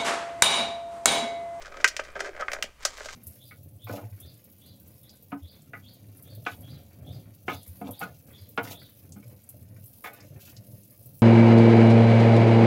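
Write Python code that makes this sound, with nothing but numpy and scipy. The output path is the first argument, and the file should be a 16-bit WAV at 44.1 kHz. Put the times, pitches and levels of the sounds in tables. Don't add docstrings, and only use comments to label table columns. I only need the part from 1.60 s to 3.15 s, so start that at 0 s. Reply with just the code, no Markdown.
import sys
import numpy as np
from scipy import signal
from scipy.fft import rfft, irfft
from scipy.io import wavfile
from scipy.ndimage import uniform_filter1d

SR = 44100
rng = np.random.default_rng(int(sys.argv[2]) if len(sys.argv) > 2 else 0)


def ratio_of_db(decibels):
    return 10 ** (np.asarray(decibels, float) / 20)


def master_out(mix):
    frames = np.transpose(np.atleast_2d(mix))
    ceiling = np.clip(frames, -1, 1)
    pcm = np.round(ceiling * 32767).astype(np.int16)
    wavfile.write(sys.argv[1], SR, pcm)


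N = 68355
SPAN = 4096
EVEN_HZ = 250
PUSH_CYCLES = 0.55

# start in seconds, wall level in dB, wall pitch in Hz,
# bowl in dB re walls, ribs in dB re walls.
SNAPS = [(.2437, 0, 1930, -23, -8), (.2772, -28.5, 1940, -9, 13), (.2850, -27.5, 1940, -44, 9),
         (.3657, -21, 2320, -15.5, 1.5), (.3932, -20, 1450, 4, -22), (.3965, -20.5, 2600, -6.5, -7.5),
         (.5930, -26.5, 1650, -5, -9.5), (.5995, -35, 1740, -15, 1), (.6048, -17.5, 1680, -3.5, -3.5),
         (.8098, -25.5, 1680, -33, -4.5), (.8822, -16, 1700, -39, -21.5), (.9175, -21.5, 1990, -9.5, -5.5),
         (.9330, -20, 1870, 0.5, -0.5), (1.0250, -12.5, 2600, -27, -3.5), (1.0400, -29, 2300, 3, -2),
         (1.2502, -21, 1940, -4, -0.5), (1.2517, -18, 1340, -2.5, 11), (1.2580, -24, 2100, -8, -15),
         (1.4060, -28.5, 1590, 1, -12), (1.4578, -34, 1500, 4, 6.5), (1.4865, -26.5, 1710, -12, -7),
         (.1700, -31.5, 1640, -1, -5), (.2025, -30, 1610, -5, -9), (.7640, -31.5, 1830, -2, -12),
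         (.0483, -33.5, 1570, -31, -11)]


def snaps():
    return volleys(SNAPS, spread_s=0.003, lead_db=-0.9, count=6)


# start in seconds, wall level in dB, wall pitch in Hz,
# bowl in dB re walls, ribs in dB re walls.
TICKS = [(.0185, -38.5, 1630, -20, 0), (.0225, -43.5, 1800, -0.5, 9), (.0575, -34, 1580, -31, -1.5),
         (.0672, -33, 1560, -29.5, -7), (.079, -40.5, 1460, 5, -1.5), (.503, -42, 1570, -12, -4.5),
         (.616, -40, 1570, -24, -19), (.626, -34, 1520, -6, -17), (.7325, -37.5, 1560, -8, -18),
         (.749, -36.5, 1700, 1, -27), (.7765, -33, 1640, -3, -51), (.787, -39, 1690, 6, -29),
         (.794, -32, 1580, 3.5, -22), (.948, -27, 1580, -16, -13), (.965, -28.5, 1550, -0.5, -34),
         (.987, -33.5, 1800, 1, -17), (1.282, -38, 1600, -21, -8), (1.377, -49, 1830, 8, 15),
         (1.383, -33.5, 1820, -1, -37)]


def ticks():
    return volleys(TICKS, spread_s=0.00083, lead_db=-2.0, count=4)


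# start in seconds, wall level in dB, wall pitch in Hz,
# bowl in dB re walls, ribs in dB re walls.
CREAKS = [(.119, -36, 1540, -4, -8.5), (.141, -32.5, 1360, -9, -13), (.210, -49.5, 1600, -7, 15.5),
          (.222, -52, 1690, 20, 4), (.437, -45.5, 1870, 4, 7.5), (.449, -37.5, 1870, -2, 0),
          (.554, -24.5, 1520, -1.5, -17), (.563, -24.5, 1450, 3, -14.5), (.6458, -25, 1580, -21, -8.5),
          (.6575, -28.5, 1640, 2, -4), (.665, -26, 1670, -12, -24), (.673, -34, 1640, 2.5, -3),
          (.683, -35, 1520, 10, -27), (.7975, -23.5, 1420, 0.5, -15), (.804, -30.5, 1440, 6.5, -11),
          (.815, -28, 1524, 3.5, -26), (.822, -19.5, 1320, -27.5, -42), (.832, -29, 1460, -23, -37),
          (1.222, -39, 2020, -37, -4), (1.230, -36.5, 2000, -22, 3)]


def creaks():
    return volleys(CREAKS, spread_s=0.0074, lead_db=-3.5, count=9)


# pitch in Hz, level in dB, decay t60 in seconds.
BOWL = [(405, -8, 0.028), (478, -7, 0.022), (595, 0.5, 0.024), (774, -2.5, 0.0068), (856, -11.5, 0.0084),
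        (940, -7.5, 0.005)]
# pitch in Hz, level in dB, decay t60 in seconds.
WALLS = [(1279.5, -1.5, 0.024), (1349, -3, 0.02), (1570, 3, 0.012), (1716, -3, 0.015), (1962, 3, 0.0087),
         (2287, -1.5, .012), (2310, -4, 0.022), (2613, -4.5, 0.01), (2904, 2.5, 0.0071), (3130, 4, 0.0053),
         (3470, -10.5, 0.00636)]
PART_GAINS_DB = (3.5, 8, 10)


def volleys(rows, spread_s, lead_db, count):
    slip_db, scatter_db = -8, 1.5
    patch_octaves, skirt_db = 0.48, -16
    bright_db_per_db, rib_tilt_db = 0.23, -1
    bowl_gain, wall_gain, rib_gain = PART_GAINS_DB
    out = np.zeros(N + SR)
    for start_s, db, hz, bowl_db, rib_db in rows:
        when, how_big, sign = rng.random((3, 3, count))
        late = -spread_s * np.log(1 - .9 * when)
        size = ratio_of_db(slip_db - scatter_db * np.log(how_big + 0.0032)) * np.sign(sign - .5)
        size = size * np.exp(-late / spread_s / 2)
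        late[:, 0], size[:, 0] = 0, -ratio_of_db(lead_db)
        bowl, walls, ribs = (np.bincount((lag * SR).astype(int), a, SPAN) for lag, a in zip(late, size))

        def patch_db(f):
            skirt = np.where(f > hz, skirt_db, -40)
            return np.maximum(-6 * (np.log2(f / hz) / patch_octaves) ** 2, skirt)

        bowl_ring, wall_ring = strike(BOWL, lambda f: 0), strike(WALLS, patch_db)
        bowl = signal.fftconvolve(even(bowl, EVEN_HZ / 2), bowl_ring)[:SPAN]
        walls = signal.fftconvolve(even(walls, EVEN_HZ), wall_ring)[:SPAN]
        ribs = sizzle(ribs, rib_tilt_db + bright_db_per_db * (db + rib_db + 20))
        sound = ratio_of_db(bowl_db + bowl_gain) * bowl + ratio_of_db(wall_gain) * walls + ratio_of_db(rib_db + rib_gain) * ribs
        first = int(start_s * SR)
        out[first:first + SPAN] += ratio_of_db(db + 2.5) * sound
    return out[:N]


def strike(modes, gain_db):
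    detune, scatter_db = .012, 1.5
    hz, db, t60 = np.array(modes).T[..., None]
    luck, pitch_luck = rng.standard_normal((2, len(modes), 1))
    t = np.arange(SR // 16) / SR
    gain = ratio_of_db(db + gain_db(hz) + scatter_db * luck)
    swell = 1 - np.exp(-(t * hz / PUSH_CYCLES) ** 2)
    tone = np.sin(2 * np.pi * hz * (1 + detune * pitch_luck) * t)
    rings = gain * np.exp(-np.log(1000) * t / t60) * swell * tone
    alternate = (-1.) ** np.arange(len(modes))[:, None]
    return np.sum(rings * alternate, axis=0) / np.sqrt(2 * np.sum(gain ** 2))


# frequency in Hz, density in dB per Hz.
CRACK = [(1500, -24), (3000, -2), (4300, 0), (5400, 3.5), (6800, 1), (8500, -7), (12000, -20.5),
         (16000, -31.5)]


def sizzle(clicks, tilt_db):
    sizzle_db, t60_s = 12, 0.022
    t = np.arange(SPAN) / SR
    tail = unit(rng.standard_normal(SPAN) * np.exp(-np.log(1000) * t / t60_s))
    hz = np.arange(SPAN // 2 + 1) * SR / SPAN + 1
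    crack_hz, crack_db = np.array(CRACK).T
    colour_db = np.interp(np.log(hz), np.log(crack_hz), crack_db)
    colour_db = colour_db + tilt_db * np.log2(np.clip(hz / 6000, .5, 3))
    hiss = signal.fftconvolve(np.abs(clicks), tail)[:SPAN]
    return unit(even(clicks + ratio_of_db(sizzle_db) * hiss, EVEN_HZ, colour_db))


# start in seconds, level in dB, pitch in Hz, decay t60 in seconds.
FIZZ = [(0.0187, -36, 8300, .03), (.2030, -47, 11000, .03), (0.2787, -19, 12500, 0.046),
        (.3657, -30, 11700, .02), (.438, -35, 8000, 0.072), (0.518, -39, 7840, 0.023),
        (0.804, -37, 10000, 0.023), (.829, -42, 12000, .02), (0.897, -38, 7950, 0.035),
        (.908, -38, 11500, .03), (0.918, -27, 11100, 0.034), (.9330, -20.5, 8800, 0.045),
        (1.026, -17, 12400, 0.039), (1.191, -44, 10900, .02), (1.225, -34.5, 10000, 0.037),
        (1.2517, -18.5, 12500, 0.029), (1.378, -32, 11000, .03), (1.4578, -34, 11000, .03)]


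def fizz():
    octaves, rise_s = 0.55, .0006
    out, t = np.zeros(N + SR), np.arange(SPAN) / SR
    f = np.arange(SPAN // 2 + 1) * SR / SPAN + 1
    for start_s, db, hz, t60 in FIZZ:
        fade = np.exp(-np.log(1000) * t / t60) * (1 - np.exp(-t / rise_s))
        burst = rng.standard_normal(SPAN) * fade
        colour_db = np.maximum(-6 * (np.log2(f / hz) / octaves) ** 2, -40)
        first = int(start_s * SR)
        out[first:first + SPAN] += ratio_of_db(db) * unit(even(burst, EVEN_HZ, colour_db))
    return out[:N]


# start in seconds, level in dB, pitch in Hz, decay t60 in seconds.
KNOCKS = [(.2440, -26, 810, 0.015), (.2450, -32.5, 429, .04), (.3945, -29.5, 590, 0.043),
          (0.558, -42, 197, .05), (0.805, -39, 210, 0.025), (.8825, -31, 1195, 0.011),
          (1.025, -30.5, 1250, .025), (1.0403, -35, 230, 0.031), (1.0415, -41.5, 400, 0.029),
          (1.2520, -36, 362, 0.021), (1.4065, -39, 415, 0.041), (1.4580, -33, 615, 0.047)]


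def knocks():
    start_s, db, hz, t60 = np.array(KNOCKS).T[..., None]
    t = np.maximum(np.arange(N) / SR - start_s, 0)
    fade = np.exp(-np.log(1000) * t / t60) * (1 - np.exp(-t * hz / PUSH_CYCLES))
    return np.sum(ratio_of_db(db) * fade * np.sin(2 * np.pi * hz * t), axis=0)


# time in seconds, pitch in Hz, level in dB.
CUP = [
    (.55, 420.5, -55),
    (0.612, 405, -39.5),
    (.67, 386.6, -42.5),
    (0.749, 371, -52),
    (0.849, 394.4, -51.5),
]


def cup():
    width_hz = 22
    s, hz, db = np.array(CUP).T
    t = np.arange(N) / SR
    noise = rng.standard_normal((2, N))
    slow = signal.lfilter(*signal.butter(2, width_hz, fs=SR), noise[0] + 1j * noise[1])
    turns = np.cumsum(np.interp(t, s, hz)) / SR
    tone = level(np.real(slow * np.exp(2j * np.pi * turns)), 0)
    times = np.r_[s[0] - .02, s, s[-1] + .05]
    return tone * np.interp(t, times, np.r_[0, ratio_of_db(db - 3), 0])


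# pitch in Hz, level in dB, decay t60 in seconds.
RIBS = [(3940, -0.5, 0.0011), (5240, 0.5, 0.0023), (6440, -0.5, 0.0015), (8070, -5.5, .0011),
        (10050, -14, 0.00053), (13000, -20, 0.0007)]
# time in seconds, rustle level in dB, rib share in dB, bowl share in dB.
HAND = [(0, -48, -13, -14), (.09, -56, -12, 3), (.2, -48, -14, 2.5), (.34, -55, -32, -1.5),
        (.48, -50, -13, -4.5), (.54, -53, -22, -6), (0.631, -49, -4.5, 8), (.72, -54.5, -13, 0),
        (.86, -61.5, -1.5, 12), (.98, -54, -4.5, 10.5), (1.08, -54, -24, -2), (1.15, -76.5, -33.5, -1),
        (1.209, -53, -1, -14.5), (1.32, -54.5, 2, -9.5), (1.42, -50.5, 4.5, -20), (1.55, -59.5, 11.5, -44)]


def rustle():
    slips_per_s, scatter_db, rub_db = 500, 2.5, -6
    chance, how_big, sign = rng.random((3, N))
    rub = rng.standard_normal((3, N))
    slips = (chance < slips_per_s / SR) * ratio_of_db(-scatter_db * np.log(how_big + 1e-3)) * np.sign(sign - .5)
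    force = level(slips, 0) + ratio_of_db(rub_db) * rub
    hand, t = np.array(HAND).T, np.arange(N) / SR
    db, rib_db, bowl_db = (np.interp(t, hand[0], column) for column in hand[1:])
    bowl = level(ring(force[0], BOWL), 0) * ratio_of_db(db + bowl_db)
    walls = level(ring(force[1], WALLS), 0) * ratio_of_db(db)
    ribs = level(ring(force[2], RIBS), 0) * ratio_of_db(db + rib_db)
    return bowl + walls + ribs


def ring(x, modes):
    damping = .4
    out = 0
    for k, (hz, db, t60) in enumerate(modes):
        r = np.exp(-np.log(1000) / (damping * t60 * SR))
        w = 2 * np.pi * hz / SR
        mode = signal.lfilter([0, np.sin(w)], [1, -2 * r * np.cos(w), r * r], x)
        out = out + (-1) ** k * ratio_of_db(db) * mode
    return out / np.sqrt(2 * sum(ratio_of_db(m[1]) ** 2 for m in modes))


def room(x):
    early_db, early_t60_s = -6, 0.11
    late_db, late_t60_s = -21.5, 0.41
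    rise_s, top_hz, even_hz = 0.0003, 10000, 90
    t = np.arange(SR // 2) / SR
    noise = rng.standard_normal((2, len(t))) * (1 - np.exp(-t / rise_s))
    early = unit(noise[0] * np.exp(-np.log(1000) * t / early_t60_s))
    late = unit(noise[1] * np.exp(-np.log(1000) * t / late_t60_s))
    tail = ratio_of_db(early_db) * early + ratio_of_db(late_db) * late
    tail = signal.lfilter(*signal.butter(1, top_hz, fs=SR), tail)
    return signal.fftconvolve(x, even((t == 0) + tail, even_hz))[:N]


# frequency in Hz, density in dB per Hz.
AIR = [(12, -0.5), (28, -9.5), (42, -12), (75, -22.5), (140, -26.5), (400, -37.5), (1400, -36),
       (16000, -52)]


def air():
    air_db, hum_db, hum_hz = -50.5, -61, 59.9
    hz, t = np.arange(N // 2 + 1) * SR / N + 1, np.arange(N) / SR
    air_hz, density_db = np.array(AIR).T
    shape = ratio_of_db(np.interp(np.log(hz), np.log(air_hz), density_db))
    noise = irfft(rfft(rng.standard_normal(N)) * shape, N)
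    hum = ratio_of_db(hum_db) * np.sin(2 * np.pi * hum_hz * t)
    return level(noise, air_db) + np.sqrt(2) * hum


def level(x, db):
    return x * ratio_of_db(db) / np.sqrt(np.mean(x ** 2))


def unit(v):
    return v / np.sqrt(np.sum(v ** 2))


def even(x, width_hz, colour_db=0.):
    z, n = rfft(x), len(x)
    k = max(int(width_hz * n / SR), 1)
    power = uniform_filter1d(uniform_filter1d(np.abs(z) ** 2, size=k), size=k)
    c = irfft(np.log(ratio_of_db(colour_db) / np.sqrt(power + 1e-9)), n)
    c = np.r_[c[0], 2 * c[1:n // 2], c[n // 2], np.zeros(n // 2 - 1)]
    return irfft(z * np.exp(rfft(c)), n)


def scene():
    sheet = snaps() + ticks() + creaks() + fizz() + rustle()
    no_bass = signal.butter(3, 336, "high", fs=SR, output="sos")
    sheet = signal.sosfilt(no_bass, sheet)
    return (room(sheet + knocks() + cup()) + air())[None]


def roll_off(x):
    return signal.sosfilt(signal.butter(12, 16660, fs=SR, output="sos"), x)


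def record(dry):
    treble_cut = signal.ellip(6, .3, 25, 15700, fs=SR, output="sos")
    mix = np.clip(signal.sosfilt(treble_cut, dry), -1, 1)
    return roll_off(mix)


dry = scene()
out = record(dry)
master_out(out)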